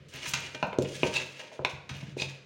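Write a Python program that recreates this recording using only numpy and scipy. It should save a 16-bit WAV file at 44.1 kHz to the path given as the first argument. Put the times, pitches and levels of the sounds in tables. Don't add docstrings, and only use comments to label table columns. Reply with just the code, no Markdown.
import sys
import numpy as np
from scipy import signal
from scipy.fft import rfft, irfft
from scipy.io import wavfile
from scipy.ndimage import uniform_filter1d

SR = 44100
rng = np.random.default_rng(int(sys.argv[2]) if len(sys.argv) > 2 else 0)


def store_pcm(level_fs):
    pcm = np.round(np.clip(level_fs, -1, 1) * 32767).astype(np.int16)
    wavfile.write(sys.argv[1], SR, np.atleast_2d(pcm).T)


N = 108045

# (time [s], contact [s], rim send [dB], room send [dB], level in each of the five bands [dB])
KNOCK_HITS = [(.257, 0.0058, 6, -1, -57, -58, -35.5, -41, -40.5),
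              (0.3356, 0.0052, 6, 1.5, -41.5, -49.5, -31, -27.5, -27),
              (0.5465, 0.006, 9, -6.5, -39, -46.5, -43, -36.5, -47),
              (0.6272, 0.0021, -1.5, 1.5, -29, -35, -22.5, -35, -51),
              (.729, 0.003, -4, -1, -60, -34, -40, -48, -69),
              (0.7861, 0.00089, -8.5, -2, -24.5, -16.5, -37.5, -52.5, -46),
              (0.8225, 0.001, -1, 1.5, -50, -33, -64, -55, -46),
              (0.847, 0.0089, -14, 2.5, -48, -55, -54, -39, -69),
              (1.0317, 0.0014, -1.5, -2, -29, -20.5, -23.5, -28, -59),
              (1.394, 0.01, 7, 1, -75.5, -42, -50, -51.5, -62),
              (1.516, 0.014, 5, -0.5, -61, -41.5, -55, -56, -66.5),
              (1.592, 0.0009, -8, -1, -50, -31, -39.5, -71, -95),
              (1.6481, 0.0029, -17, -1.5, -45, -28, -26, -25.5, -39),
              (1.8919, 0.0057, 3.5, 5, -45.5, -53, -43.5, -41, -45.5),
              (2.027, 0.0023, -3, -3.5, -28.5, -49, -58, -74, -80),
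              (2.1669, 0.002, -27, -5, -40.5, -30, -59.5, -59, -67),
              (2.2191, 0.001, -4, -3, -33, -34.5, -54, -35, -43)]
# (low edge [Hz], high edge [Hz])
KNOCK_EQ_BANDS = [(100, 300), (300, 900), (900, 2000), (2000, 4500), (4500, 9000)]
# (frequency [Hz], gain [dB])
PAN_EQ = [(100, 5), (140, 2), (240, -1), (400, 2), (600, 1.5), (780, -2.5), (980, 0.5), (1200, -5.5),
          (1500, 2), (1750, -3), (2400, 4.5), (3100, -2), (3750, 1.5), (4600, -1.5), (6500, 2), (7800, -3)]
# (start [s], peak [s], end [s], level [dB], tilt [dB/octave])
SAUCE_STROKES = [(0.084, 0.085, 0.15, -52.5, 7), (0.118, 0.157, 0.18, -40.5, -1.5),
                 (0.151, 0.233, 0.47, -40.5, 0), (0.267, 0.287, 0.32, -31, 8),
                 (0.308, 0.39, 0.74, -45.5, -0.5), (0.78, 0.933, 1.045, -46.5, 3.7),
                 (0.919, 1.045, 1.4, -41.5, 1.3), (1.137, 1.169, 1.177, -31.5, 1),
                 (1.145, 1.202, 1.346, -44, -2.5), (1.32, 1.413, 1.546, -47.5, -1.5),
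                 (1.498, 1.545, 1.599, -59, 2.5), (1.644, 1.702, 1.796, -50.5, 1),
                 (1.897, 1.956, 2.136, -46.5, -1.5), (2.17, 2.204, 2.265, -38.5, 3),
                 (2.226, 2.298, 2.394, -49.5, 1)]
# (frequency [Hz], gain [dB])
SWISH_EQ = [(60, -17.5), (130, -9.5), (300, -1), (600, -2.5), (1000, -7.5), (1700, 1), (2700, 6),
            (4500, -2.5), (6500, -4), (7800, -14), (9300, -14), (11000, -27), (14000, -40), (15500, -25.5)]
# (frequency [Hz], gain [dB])
TICK_EQ = [(800, -10), (3000, -17), (7000, 10), (11000, 0.5), (15000, 4)]
# (time [s], level [dB])
SAUCE_SMACKS = [(.139, -48), (.16, -45), (0.293, -34), (.404, -46), (.67, -59), (.735, -56), (.965, -53),
                (1.143, -44), (1.727, -63), (1.968, -56)]
# (start [s], peak [s], end [s], level [dB], main tone [Hz], upper tone [Hz])
SQUEAKS = [(1.1434, 1.1655, 1.186, -24.5, 2680, 3880), (2.18, 2.191, 2.198, -38.5, 2500, 3900),
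           (2.196, 2.201, 2.207, -29.5, 2610, 4170), (2.205, 2.211, 2.238, -38, 4890, 5850),
           (2.2195, 2.2222, 2.227, -25, 2460, 3720)]
# (frequency [Hz], width [Hz], gain [dB])
RASP_PEAKS = [(486, 87, -15), (924, 39, 3), (2520, 290, -4.5), (3840, 590, -2.5), (6640, 900, -10.5)]
# (time [s], level relative to BUMP_DB [dB])
TABLE_BUMPS = [(0.142, -27), (0.274, -25.5), (0.331, -27.5), (0.633, -19.5), (0.791, -19.5), (0.952, -32.5),
               (1.041, -17), (1.595, -22), (1.731, -22), (1.91, -18), (2.03, -25), (2.214, -24.5)]
# (time [s], gain [dB])
DRAG_FADER = [(0, -51), (.2, -61), (.42, -48), (0.549, -68.5), (.8, -48), (1.151, -47), (1.28, -65.5),
              (1.56, -80.5), (1.62, -58), (1.76, -60), (1.86, -61), (2.1, -43), (2.28, -51), (2.36, -60)]
# (frequency [Hz], gain [dB], t60 [s])
BOTTOM_MODES = [(74, -12, .45), (95, -9, .45), (137.5, 1, .42), (153, -5, .25), (195, -8, .4),
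                (302, -10, .45), (371, -16, .4)]
# (frequency [Hz], gain [dB], t60 [s])
RIM_MODES = [(458, -4, .4), (549, -6, .6), (610, 0, .6), (834, -9, .6), (931, 1, .6), (1223, -7, .4),
             (1546, 0, .45), (1830, -7, .45), (2402, 4, .65), (2794, -3, .3), (2993, -9, .6),
             (3801, -11, .45), (6227, -12, .35)]
# (frequency [Hz], t60 [s], gain [dB])
REVERB_BANDS = [(85, 1, -7), (199, 0.32, -1), (530, 0.6, 0.5), (1360, 0.64, -4.5), (2980, 0.54, -6.5),
                (7000, 0.53, -7), (11100, 0.18, -31)]
# (frequency [Hz], gain [dB])
ROOM_TONE_EQ = [(30, -53), (70, -27), (125, -4.5), (250, -12), (550, -6), (800, -27), (1200, -17.5),
                (2500, -16), (5000, -27.5), (10000, -45), (16000, -56)]

KNOCK_DB, RATTLE_GAIN, ATTACK_S, BASS_ROLLOFF_DB, TOP_ROLLOFF_DB = -22, 1.63, .0008, -35.5, -21.5
STROKE_EDGE_DB, GRAINS_PER_S, GRAIN_SPREAD_DB, HISS_GAIN = 17.5, 2000, 2, 0.54
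STICK_DB, STICKS_PER_S = 3, 83
TICKS_PER_S, TICK_DB, TICK_SPREAD_DB = 200, -24, .8
SMACK_RISE_S, SMACK_FALL_S = 0.0015, 0.0044
SCRAPE_EDGE_DB, SLIPS_PER_S, RASP_TOP_HZ, RASP_DB = 16, 2100, 6440, -3.5
UPPER_TONE_DB, WAVER_DEPTH, WAVERS_PER_S, SQUEAK_ROUGH_DB = -6, 0.027, 650, 2
BUMP_DB, BUMP_PUSH_S, JUDDER_TOP_HZ = -16.5, 0.00482, 270
BOTTOM_DB, RIM_DB, SAUCE_TO_RIM_DB = -51.5, -53, -18
EARLY_DB, EARLY_DECAY_S, PREDELAY_S, ROOM_TONE_DB = -5, 0.014, 0.00237, -59
LOW_CUT_HZ, HIGH_CUT_HZ = 72.4, 15900


def knocks():
    hits, room_send, rim_send = np.zeros((3, N))
    t = np.arange(SR // 16) / SR
    low, high = np.array(KNOCK_EQ_BANDS, float).T
    centres, pan = np.sqrt(low * high), colour(PAN_EQ)
    for time, contact, rim_db, room_db, *band_db in KNOCK_HITS:
        push = rng.standard_normal(len(t)) * np.minimum(t / ATTACK_S, 1)
        push *= np.exp(-(t / contact) ** 2 / 2)
        push *= RATTLE_GAIN * contact / 0.0019 / np.linalg.norm(push)
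        push[int(ATTACK_S * SR)] += 1
        db = np.array(band_db) - 10 * np.log10((high - low) / (SR / 2))
        body = colour([(40, db[0] + BASS_ROLLOFF_DB), *zip(centres, db),
                       (13000, db[-1] + TOP_ROLLOFF_DB)])
        blow = convolve(push, body)
        blow *= undb(KNOCK_DB) * np.sqrt(SR) * np.linalg.norm(body) / np.linalg.norm(blow)
        hit = convolve(blow, pan)
        add(hits, time, hit)
        add(room_send, time, hit * undb(room_db))
        add(rim_send, time, body * np.sqrt(SR) * undb(KNOCK_DB + rim_db))
    return hits, room_send, rim_send


def swish():
    wet = grains(GRAINS_PER_S, GRAIN_SPREAD_DB) + HISS_GAIN * rng.standard_normal(N)
    wet *= undb(STICK_DB * wander(STICKS_PER_S))
    ticks = undb(TICK_DB) * unit(convolve(grains(TICKS_PER_S, TICK_SPREAD_DB), colour(TICK_EQ)))
    out = np.zeros(N)
    for start, peak, end, db, tilt in SAUCE_STROKES:
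        eq = colour([(hz, gain + tilt * np.log2(hz / 2500)) for hz, gain in SWISH_EQ])
        out += undb(db) * swell(start, peak, end, STROKE_EDGE_DB) * (unit(convolve(wet, eq)) + ticks)
    return out


def smacks():
    crackle = unit(convolve(grains(GRAINS_PER_S, GRAIN_SPREAD_DB), colour(TICK_EQ)))
    return crackle * sum(undb(db) * swell(time - SMACK_RISE_S, time, time + SMACK_FALL_S, STROKE_EDGE_DB)
                         for time, db in SAUCE_SMACKS)


def scrapes():
    slips = grains(SLIPS_PER_S, GRAIN_SPREAD_DB) + rng.standard_normal(N)
    rasp = sum(undb(db) * signal.lfilter(*signal.iirpeak(hz, hz / width, fs=SR), slips)
               for hz, width, db in RASP_PEAKS)
    rasp = undb(RASP_DB) * unit(lowpass(rasp, 4, RASP_TOP_HZ))
    out = np.zeros(N)
    for start, peak, end, db, hz, upper_hz in SQUEAKS:
        tones = squeak(hz) + undb(UPPER_TONE_DB) * squeak(upper_hz)
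        out += undb(db) * swell(start, peak, end, SCRAPE_EDGE_DB) * unit(tones + rasp)
    return out


def squeak(hz):
    pitch = hz * (1 + WAVER_DEPTH * wander(WAVERS_PER_S))
    phase = 2 * np.pi * np.cumsum(pitch) / SR
    return unit(np.sin(phase) * undb(SQUEAK_ROUGH_DB * wander(WAVERS_PER_S)))


def bumps():
    pushes, push = np.zeros(N), np.hanning(int(BUMP_PUSH_S * SR))
    for time, db in TABLE_BUMPS:
        add(pushes, time, undb(db + BUMP_DB) * push / push.sum())
    return convolve(pushes, ring(BOTTOM_MODES))


def rumble():
    times, db = np.array(DRAG_FADER).T
    fader = undb(np.interp(np.arange(N) / SR, times, db))
    judder = lowpass(rng.standard_normal(N), 2, JUDDER_TOP_HZ)
    body = ring(BOTTOM_MODES)
    return convolve(fader * judder, body / np.linalg.norm(body))


def kitchen(send):
    t = np.arange(SR) / SR
    spectrum, log_f = rfft(rng.standard_normal(SR)), np.log(np.arange(SR // 2 + 1) + 1)
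    centres = np.array(REVERB_BANDS)[:, 0]
    response = rng.standard_normal(SR) * np.exp(-t / EARLY_DECAY_S) * (t > PREDELAY_S)
    response *= undb(EARLY_DB) / np.linalg.norm(response)
    for share, (_, t60, db) in zip(np.eye(len(REVERB_BANDS)), REVERB_BANDS):
        band = irfft(spectrum * np.interp(log_f, np.log(centres), share))
        fade = np.exp(-np.log(1000) * t / t60) * (t > PREDELAY_S)
        response += undb(db) * band * fade / np.linalg.norm(fade)
    return convolve(send, response)


def room_tone():
    return undb(ROOM_TONE_DB) * unit(convolve(rng.standard_normal(N), colour(ROOM_TONE_EQ)))


def undb(db):
    return 10 ** (np.asarray(db) / 20)


def unit(x):
    return x / np.sqrt(np.mean(x ** 2))


def convolve(x, response):
    return signal.fftconvolve(x, response)[:N]


def lowpass(x, order, hz):
    return signal.sosfilt(signal.butter(order, hz, fs=SR, output="sos"), x)


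def add(out, time, x):
    i = max(int(time * SR), 0)
    out[i:i + len(x)] += x[:len(out[i:])]


def colour(points, size=4096):
    hz, db = np.array(points, float).T
    f = np.maximum(np.fft.rfftfreq(size, 1 / SR), 1)
    cepstrum = irfft(np.log(undb(np.interp(np.log(f), np.log(hz), db))))
    cepstrum[1:size // 2] *= 2
    cepstrum[size // 2 + 1:] = 0
    return irfft(np.exp(rfft(cepstrum)))


def ring(modes):
    t = np.arange(SR) / SR
    return sum(undb(db) * np.sin(2 * np.pi * hz * t) * np.exp(-np.log(1000) * t / t60)
               for hz, db, t60 in modes)


def grains(rate, spread_db):
    fires = rng.random(N) < rate / SR
    size = np.minimum(rng.exponential(size=N), 4)
    return unit(fires * undb(spread_db * size) * rng.choice([-1, 1], N))


def swell(start, peak, end, edge_db):
    t = np.arange(N) / SR
    gate = uniform_filter1d(1. * ((t > start) & (t < end)), size=128)
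    return undb(np.interp(t, [start, peak, end], [-edge_db, 0, -edge_db])) * gate


def wander(rate):
    return unit(np.interp(np.arange(N) * rate / SR, np.arange(N), rng.standard_normal(N)))


def scene():
    hits, room_send, rim_send = knocks()
    sauce = swish() + smacks()
    rubbing = sauce + scrapes()
    rim = undb(RIM_DB) * convolve(rim_send + undb(SAUCE_TO_RIM_DB) * sauce, ring(RIM_MODES))
    bottom = undb(BOTTOM_DB) * convolve(hits + rubbing, ring(BOTTOM_MODES))
    ambience = room_tone() + kitchen(room_send + rubbing)
    return (hits + rubbing + rim + bottom + bumps() + rumble() + ambience)[None]


def record(dry):
    thin = signal.sosfilt(signal.butter(3, LOW_CUT_HZ, "high", fs=SR, output="sos"), dry)
    return signal.sosfilt(signal.ellip(8, .2, 70, HIGH_CUT_HZ, fs=SR, output="sos"), thin)


dry = scene()
out = record(dry)
store_pcm(out)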